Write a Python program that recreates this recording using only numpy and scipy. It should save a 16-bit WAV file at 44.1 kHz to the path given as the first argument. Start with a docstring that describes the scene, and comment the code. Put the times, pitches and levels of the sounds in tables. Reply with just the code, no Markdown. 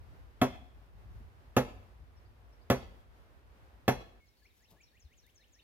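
"""Hammering on a timber post in a clearing

Four steel blows excite post modes, dense timber modes, steel clusters and a noisy contact; scattered
paths return them from ground, lumber and trees, and a low boom lingers. Wind is coloured noise with gusts.
A cut at 4.205 s replaces hammering and breeze with calmer air. Birds, mostly after it, sing as gliding
sines; feet are swells of low noise (thuds) and treble noise (grass).
"""
import sys
import numpy as np
from scipy import signal
from scipy.fft import rfft, irfft, next_fast_len
from scipy.io import wavfile
from scipy.ndimage import map_coordinates

SR = 44100
rng = np.random.default_rng(int(sys.argv[2]) if len(sys.argv) > 2 else 0)


def master(y):
    """Save y as 16-bit WAV."""
    cut = np.clip(np.atleast_2d(y).T, -1, 1)
    pcm = np.round(cut * 32767)  # scale
    wavfile.write(sys.argv[1], SR, pcm.astype(np.int16))


N = 248283  # length in samples
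CUT_S, TOP_HZ = 4.205, 16000  # moment of the cut; band limit of the microphone

# Spectra of the air. Each row: frequency in Hz, relative density in dB per Hz.
RUMBLE_SPECTRUM = [(20, -28), (35, -17), (53, 5.5), (75, -4), (100, -5.5), (150, -19.5), (300, -37),
                   (800, -72)]
BUFFET_SPECTRUM = [(25, -32), (52, 2.5), (80, -3), (130, -8.5), (270, -32), (1000, -72.5)]
BREEZE_SPECTRUM = [(76, -35.5), (130, -9.5), (176, -13), (263, -10.5), (780, -12.5), (1610, -17.5),
                   (3750, -28), (5390, -32), (5850, -34), (7600, -38.5), (14800, -36.5), (16000, -50)]
CALM_SPECTRUM = [(70, -32), (130, -6.5), (500, -8.5), (1220, -16), (2140, -15), (3260, -16.5), (6200, -24),
                 (8200, -27), (12500, -24.5), (15800, -24.5)]
# Likeness of the two channels in diffuse sound. Each row: frequency in Hz, correlation from -1 to 1.
LEFT_RIGHT_LIKENESS = [(60, 0.33), (130, 0.27), (290, 0.94), (640, 0.22), (1400, -0.21), (3000, 0)]
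# Gusts that buffet the microphone. Each row: centre in seconds, level in dB, length in seconds.
GUSTS = [(0.11, -53.5, 0.088), (1.032, -52.5, 0.065), (1.175, -49.5, 0.062)]
# Wind slackens steadily up to the cut and stays low after it.
WIND_DB, SLACKEN_DB_PER_S, CALM_WIND_DB = -55, 1.3, -69.5
BREEZE_DB, BREEZE_FALL_DB_PER_S, GUST_STIR_DB = -65.5, .5, 2.5  # a gust stirs the foliage

# Thuds of feet. Each row: centre in seconds, relative level in dB, length in seconds, top in Hz.
FOOT_THUDS = [(1.212, -47.5, 0.0054, 242), (2.024, -51, 0.011, 165), (4.722, -61, 0.0094, 300),
              (4.739, -66, 0.025, 950), (5.059, -55.5, 0.015, 78.4)]
# Grass brushed by boots. Each row: centre in seconds, relative level in dB, length in seconds.
GRASS_SWISHES = [(1.188, -81, 0.07), (4.434, -77.5, 0.055), (4.584, -74, 0.033), (4.718, -71.5, 0.027),
                 (4.709, -68, 0.0042), (5.267, -64.5, 0.0014), (5.293, -75, 0.016)]
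# Spectrum of brushed grass. Each row: frequency in Hz, relative density in dB per Hz.
GRASS_SPECTRUM = [(800, -21), (3000, 0.5), (6000, 1), (9000, -5), (12000, 9.5), (16000, -5.5)]

# Notes of each bird call. Each row: delay into the call in seconds, length in seconds, start in Hz,
# end in Hz, bend of the glide, loudest point from 0 to 1, relative level in dB.
PHRASE_NOTES = [(0, .014, 5800, 8100, 0.54, 0.3, -11), (.04, .044, 8050, 5100, -1.3, 0.79, 4),
                (.095, .038, 4600, 3480, -1.2, .5, -3)]
CHIP_NOTES = [(0.0007, 0.022, 4600, 3900, 1.8, .45, 0)]
FALL_NOTES = [(0, .035, 5550, 3850, -.8, 0.23, 0)]
TWITTER_NOTES = [(0, .03, 5530, 4497, 7.5, .45, 0), (.088, .024, 4000, 5000, -2.5, .6, -1)]
RISE_NOTES = [(0, .07, 1640, 3500, 3.2, 0.85, 0)]
WHISTLE_NOTES = [(0, 0.052, 2260, 2150, -2, .2, 0.0051)]
# Scattered calls. Each row: start in seconds, relative level in dB.
CHIP_CALLS = [(4.355, -81), (4.39, -79), (4.428, -74), (4.872, -78), (4.907, -80), (5.614, -73)]
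FALL_CALLS = [(4.255, -78), (4.366, -78), (4.588, -79), (4.815, -77)]
TWITTER_CALLS = [(2.162, -76), (2.523, -74.5)]
WHISTLE_CALLS = [(4.201, -73)]
# Runs of the high bird's phrase and the low bird's rising note. Each entry: start in seconds.
PHRASE_STARTS = [4.215, 4.389, 4.572, 4.767, 4.950, 5.127, 5.303, 5.479]
RISE_STARTS = [4.412, 4.597, 4.759, 4.917, 5.078, 5.235, 5.382, 5.539]
PHRASE_DB, PHRASE_SOFTER_DB = -68.5, 13  # full voice; how much softer the run begins
RISE_DB, RISE_SOFTER_DB = -73, 2.5
SWELL_S = 0.36  # time constant of the growth to full voice
WAVER, FLUTTER_DB = 0.011, 3.5  # unsteadiness of pitch (fraction) and of level
NOTE_FULLNESS = 0.59  # exponent of a note's rise and fall

# Hammer blows. Each row: start in seconds, level in dB, relative steel level in dB, relative contact tick
# level in dB, brightness in dB per octave, frequencies in Hz favoured and starved by the spot that is hit.
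BLOWS = [(.415, -1.84, -4, -9.5, -0.13, 1060, 361), (1.5653, -0.6, -1, -5, 0.36, 1400, 390.3),
         (2.700, -0.34, -3, 3, 0, 500, 794), (3.879, -1.3, 0, -10, 0.67, 735, 251.6)]
# Modes of the post. Each row: frequency in Hz, relative level in dB, T60 in seconds.
POST_MODES = [(131.2, -20.5, 0.16), (198.4, -35, 0.22), (229.6, -21.5, .13), (253.8, -17.5, .16),
              (363, -31.5, .11), (388.1, -21.5, .15), (461, -22, 0.088), (479.6, -34.5, 0.16),
              (523, -23, 0.12), (569, -38, 0.14), (670, -35, .09), (730.5, -26, 0.12), (850, -31.5, 0.16),
              (965, -34, 0.15), (1082, -33.5, 0.12), (1327, -29, 0.092), (1402, -34, 0.1),
              (1593, -33.5, 0.11), (1723.6, -28, .09), (2037, -31.5, 0.055), (2140, -45, 0.32),
              (2630, -35, 0.12), (3280, -44, 0.11), (3330, -36.5, 0.12)]
# Close modes in the struck steel. Each row: centre in Hz, width in Hz, relative level in dB, T60 in seconds.
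STEEL_CLUSTERS = [(4400, 270, -52, .1), (5874, 100, -44.5, .2), (6760, 310, -49, .12),
                  (11200, 700, -47, 0.2), (11700, 660, -54, 0.12), (12500, 450, -42.5, .1),
                  (14200, 760, -40, .08)]
# Spectra of the blow: close, weak timber modes, crack, contact tick and lingering boom.
# Each row: frequency in Hz, relative density in dB per Hz.
TIMBER_SPECTRUM = [(80, -26), (200, -7), (310, -14), (500, 6), (1100, -3), (1900, -7), (3400, -19),
                   (4800, -23.5), (6500, -23), (9000, -35), (12500, -26), (14500, -27.5), (16000, -34)]
CRACK_SPECTRUM = [(350, -32), (1000, -9), (2200, -0.5), (3500, 1), (5000, -9), (8000, -14), (12500, -27),
                  (14500, -16.5), (16000, -27.5)]
TICK_SPECTRUM = [(4000, -27.5), (7500, -16), (9000, -2), (12500, 1), (15000, -8.5)]
BOOM_SPECTRUM = [(25, -27.5), (50, -0.5), (80, -7), (130, -20), (300, -56)]
# Decay of timber and of the echo from the trees. 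Each row: frequency in Hz, T60 in seconds.
TIMBER_DECAY = [(100, 0.24), (700, 0.16), (2000, 0.16), (5000, .19), (12000, 0.13)]
TREE_DECAY = [(100, 0.77), (900, 0.59), (3000, 0.61), (6000, 0.54), (12000, 0.53)]
# Returns from ground and lumber, then from trees. Each row: frequency in Hz, relative level in dB.
NEARBY_RETURN = [(60, -12.5), (150, -21), (500, -3), (1500, -11), (8000, -5.5)]
TREE_RETURN = [(60, 3.5), (130, -23), (260, -19), (500, -17.5), (850, -12), (1300, -17.5), (2500, -13.5),
               (4500, -11), (6000, -14.5), (11000, -18.5), (15000, -25)]
BOOM_DB, BOOM_RISE_S, BOOM_DECAY_S = -48, .04, .17  # level relative to the blow


def amp(db):
    """Level is logarithmic: 20 dB is a factor of ten in amplitude."""
    return 10 ** (np.asarray(db) / 20)


def unit(x):
    """Normalisation by root mean square gives a signal unit mean power."""
    return x / np.sqrt(np.mean(x ** 2) + 1e-20)


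def along(points, hz):
    """Interpolation on logarithmic frequency reads a curve of (Hz, value) points."""
    f, v = np.transpose(points)
    return np.interp(np.log(hz + 1), np.log(f + 1), v)


def wobble(rate):
    """Spline interpolation of random knots, rate per second, yields a smooth fluctuation."""
    knots = rng.standard_normal(int(N * rate / SR) + 4)
    return map_coordinates(knots, [np.arange(N) * rate / SR])


def filtered(x, response):
    """Linear filtering is multiplication by a complex response in frequency."""
    n = x.shape[-1]
    m = next_fast_len(n + SR // 4)
    return irfft(rfft(x, m) * response(np.fft.rfftfreq(m, 1 / SR)), m)[..., :n]


def add(track, s, sound):
    """Superposition: a sound adds linearly to the track from time s on."""
    part = track[..., max(round(s * SR), 0):][..., :sound.shape[-1]]
    part += sound[..., :part.shape[-1]]


def noise(spectrum, size):
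    """Spectral shaping of white noise gives coloured noise of unit rms."""
    white = rng.standard_normal(size)
    return unit(filtered(white, lambda hz: amp(along(spectrum, hz))))


def diffuse(spectrum, size):
    """Weighting of independent mid and side noise sets the interchannel correlation of a diffuse field."""
    def mid_side(hz):
        angle = np.arccos(np.clip(along(LEFT_RIGHT_LIKENESS, hz), -1, 1)) / 2
        return np.array([np.cos(angle), np.sin(angle)])

    mid, side = filtered(noise(spectrum, (2, size)), mid_side)
    return unit(np.array([mid + side, mid - side]))


def dying(x, t60s):
    """Frequency-dependent damping: each band falls 60 dB in its own T60."""
    hz, t, z = signal.stft(x, SR, nperseg=256)
    decay = amp(-60 * t / along(t60s, hz)[:, None])
    return signal.istft(z * decay, SR)[1][..., :x.shape[-1]]


def burst(t, attack, decay):
    """Exponential build-up and relaxation shape a short burst."""
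    return (1 - np.exp(-t / attack)) * np.exp(-t / decay)


def swell(s, db, length):
    """A Gaussian envelope of standard deviation length rises and passes about time s."""
    t = np.arange(N) / SR
    return amp(db) * np.exp(-.5 * ((t - s) / length) ** 2)


def placed(x, lag_ms, pan_db):
    """Interaural cues: the left port hears x lag_ms later and pan_db louder than the right."""
    ports = np.array([[.5], [-.5]])
    delay = lambda hz: np.exp(-2j * np.pi * hz * ports * lag_ms / 10 ** 3)
    return amp(pan_db * ports) * filtered(x, delay)


def echo(x, paths, colour):
    """Scattering is convolution with many delayed paths, coloured by the surfaces that return them."""
    paths = paths / np.linalg.norm(paths[0])
    paths = filtered(paths, lambda hz: amp(along(colour, hz)))
    return signal.fftconvolve(x[None], paths, axes=1)[:, :len(x)]


def gust_strength():
    """Gusts superpose as separate Gaussian swells of strength."""
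    return sum(swell(*row) for row in GUSTS)


def wind():
    """Pressure fluctuation at the microphone: lumpy low rumble, with brighter, rougher buffeting in gusts."""
    t = np.arange(N) / SR
    level_db = np.where(t < CUT_S, WIND_DB - SLACKEN_DB_PER_S * t, CALM_WIND_DB)
    rumble = unit(diffuse(RUMBLE_SPECTRUM, N) * amp(2 * wobble(29)))
    buffet = unit(diffuse(BUFFET_SPECTRUM, N) * amp(3.4 * wobble(60)))
    return amp(level_db) * rumble + gust_strength() * buffet


def breeze():
    """Foliage noise is a diffuse field that weakens slowly and is stirred up by gusts."""
    t, gusts = np.arange(N) / SR, gust_strength()
    level_db = BREEZE_DB - BREEZE_FALL_DB_PER_S * t + GUST_STIR_DB * gusts / gusts.max()
    return amp(level_db + 1.3 * wobble(13)) * diffuse(BREEZE_SPECTRUM, N)


def calm_air():
    """Calm air is a nearly stationary diffuse field."""
    return amp(-73.5 + 0.38 * wobble(5.0)) * diffuse(CALM_SPECTRUM, N)


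def feet():
    """Impact on soft ground gives low-passed thuds; friction in grass gives fluctuating treble noise."""
    thuds = np.zeros(N)
    for s, db, length, top in FOOT_THUDS:
        spectrum = [(25, -25), (55, 0), (top, -3), (2 * top, -30), (8 * top, -80)]
        thuds += swell(s, db, length) * noise(spectrum, N)
    rustle = unit(noise(GRASS_SPECTRUM, N) * amp(3 * wobble(600)))
    grass = sum(swell(*row) for row in GRASS_SWISHES) * rustle
    return placed(thuds, lag_ms=0, pan_db=4.0) + placed(grass, lag_ms=-0.044, pan_db=6.0)


def note(length, start_hz, end_hz, bend, loudest):
    """Exponential glide of frequency: positive bend speeds it up, negative lets it settle."""
    u = np.linspace(0, 1, int(length * SR))
    hz = start_hz + (end_hz - start_hz) * np.expm1(bend * u) / np.expm1(bend)
    envelope = np.interp(u, [0, np.clip(loudest, .05, .95), 1], [0, 1, 0]) ** NOTE_FULLNESS
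    return hz, envelope


def crescendo(times, full_db, softer_db):
    """Exponential approach of level: a run of (s, dB) calls starts softly and grows to full voice."""
    return [(s, full_db - softer_db * np.exp((times[0] - s) / SWELL_S)) for s in times]


def song(notes, calls):
    """Phase is the integral of frequency; slow random modulation varies pitch and strength."""
    track = np.zeros(N)
    waver, flutter_db = 1 + WAVER * wobble(250), FLUTTER_DB * wobble(110)
    for delay, *glide, note_db in notes:
        hz, envelope = note(*glide)
        for s, db in calls:
            now = (round((s + delay) * SR) + np.arange(len(hz))) % N
            phase = 2 * np.pi * np.cumsum(hz * waver[now]) / SR
            tone = np.sqrt(2) * np.sin(phase)
            add(track, s + delay, amp(db + note_db + flutter_db[now]) * envelope * tone)
    return track


def birds():
    """Reverberation: the wood smears notes from birds in different trees, with shorter decay in the treble."""
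    high = song(PHRASE_NOTES, crescendo(PHRASE_STARTS, PHRASE_DB, PHRASE_SOFTER_DB))
    high += song(CHIP_NOTES, CHIP_CALLS)
    high += song(FALL_NOTES, FALL_CALLS)
    high += song(TWITTER_NOTES, TWITTER_CALLS)
    low = song(RISE_NOTES, crescendo(RISE_STARTS, RISE_DB, RISE_SOFTER_DB))
    low += song(WHISTLE_NOTES, WHISTLE_CALLS)
    tail = dying(rng.standard_normal((2, SR // 2)), [(2000, 0.55), (7000, .24)])
    wet = echo(high + low, tail, [(2000, -5.5), (4000, -4), (7000, -6.0)])
    high_direct = amp(-1.5) * placed(high, lag_ms=-0.287, pan_db=6)
    low_direct = amp(1.0) * placed(low, lag_ms=0.045, pan_db=2)
    return high_direct + low_direct + wet


def boom():
    """Slow low-frequency decay: a faint boom lingers after each blow, in step with its strength."""
    t = np.arange(N) / SR
    level = np.zeros(N)
    for s, db, *_ in BLOWS:
        level += amp(db + BOOM_DB) * burst(np.maximum(t - s, 0), BOOM_RISE_S, BOOM_DECAY_S)
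    return level * noise(BOOM_SPECTRUM, N)


def post_ring(t, bright_db, favoured_hz, starved_hz, travel, spot_db):
    """Dispersion of bending waves: low modes arrive later (travel is in seconds at 1 kHz)."""
    hz, db, t60 = np.transpose(POST_MODES)[..., None]
    khz = hz / 10 ** 3
    age = np.maximum(t - travel / np.sqrt(khz), 0)
    # a mode sounds strongly when hit at its belly and weakly when hit at a node
    near = lambda centre: np.exp(-(np.log2(hz / centre) / 0.11) ** 2)
    level = db + spot_db * (near(favoured_hz) - near(starved_hz))
    level = level + bright_db * np.log2(2 * khz)  # tilt about 500 Hz
    level = level + rng.standard_normal(hz.shape)
    return np.sum(amp(level - 60 * age / t60) * np.sin(2 * np.pi * hz * age), axis=0)


def steel_zing(t, steel_db):
    """Close modes merge into resonance bands, each noise under a Lorentzian curve that dies away."""
    zing = np.zeros(SR)
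    for centre, width, db, t60 in STEEL_CLUSTERS:
        resonance = lambda hz: 1 / (1 + (2 * (hz - centre) / width) ** 2)
        cluster = unit(filtered(rng.standard_normal(SR), resonance))
        zing += cluster * amp(steel_db + db) * burst(t, attack=.0015, decay=t60 / np.log(1000))
    return zing


def blow(steel_db, tick_db, *spot):
    """Impact excitation: the contact ticks and cracks, the timber rings and the steel zings."""
    t = np.arange(SR) / SR
    post = post_ring(t, *spot, travel=0.000876, spot_db=3.5)
    timber = dying(noise(TIMBER_SPECTRUM, SR), TIMBER_DECAY)
    timber = amp(-22) * timber * (1 - np.exp(-t / .0015))
    crack = amp(-23.0) * noise(CRACK_SPECTRUM, SR) * burst(t, attack=0.0014, decay=0.0038)
    tick = amp(tick_db - 27.5) * noise(TICK_SPECTRUM, SR) * burst(t, attack=.0008, decay=.0013)
    # a slim post radiates almost no deep bass
    no_bass = signal.butter(N=4, Wn=85, btype="high", fs=SR, output="sos")
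    return signal.sosfilt(no_bass, post + timber + crack + tick + steel_zing(t, steel_db))


def hammer():
    """Multipath propagation: each blow arrives directly, off ground and lumber, and late from the trunks."""
    track, t = np.zeros((2, N)), np.arange(SR) / SR
    white = [(100, 0), (10000, 0)]
    edge = 1 + .5 * np.exp(-((t - .13) / 0.015) ** 2)  # the edge of the wood throws back one broad slap
    for s, db, *touch in BLOWS:
        direct = amp(db) * blow(*touch)
        front = direct * amp(2) * np.exp(-t / 0.013)  # the far echo mostly carries the sharp front
        nearby = diffuse(white, SR) * burst(t, attack=0.00048, decay=0.012)
        trunks = dying(diffuse(white, SR), TREE_DECAY) * (1 - np.exp(-t / 0.021)) * edge
        add(track, s, placed(direct, lag_ms=.09, pan_db=-0.3))
        add(track, s, echo(direct, nearby, NEARBY_RETURN))
        add(track, s, echo(front, trunks, TREE_RETURN))
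    return track


def scene():
    """Superposition of sources: hammering, boom and breeze stop at the cut, where calmer air begins."""
    t = np.arange(N) / SR
    before_cut = breeze() + boom() + hammer()
    return np.where(t < CUT_S, before_cut, calm_air()) + wind() + feet() + birds()


def record(dry):
    """Saturation rounds off the highest peaks; a band limit then removes everything from TOP_HZ up."""
    rounded = dry / (1 + (dry / .33) ** 4) ** (1 / 4)
    return filtered(rounded, lambda hz: hz < TOP_HZ)


dry = scene()
out = record(dry)
master(out)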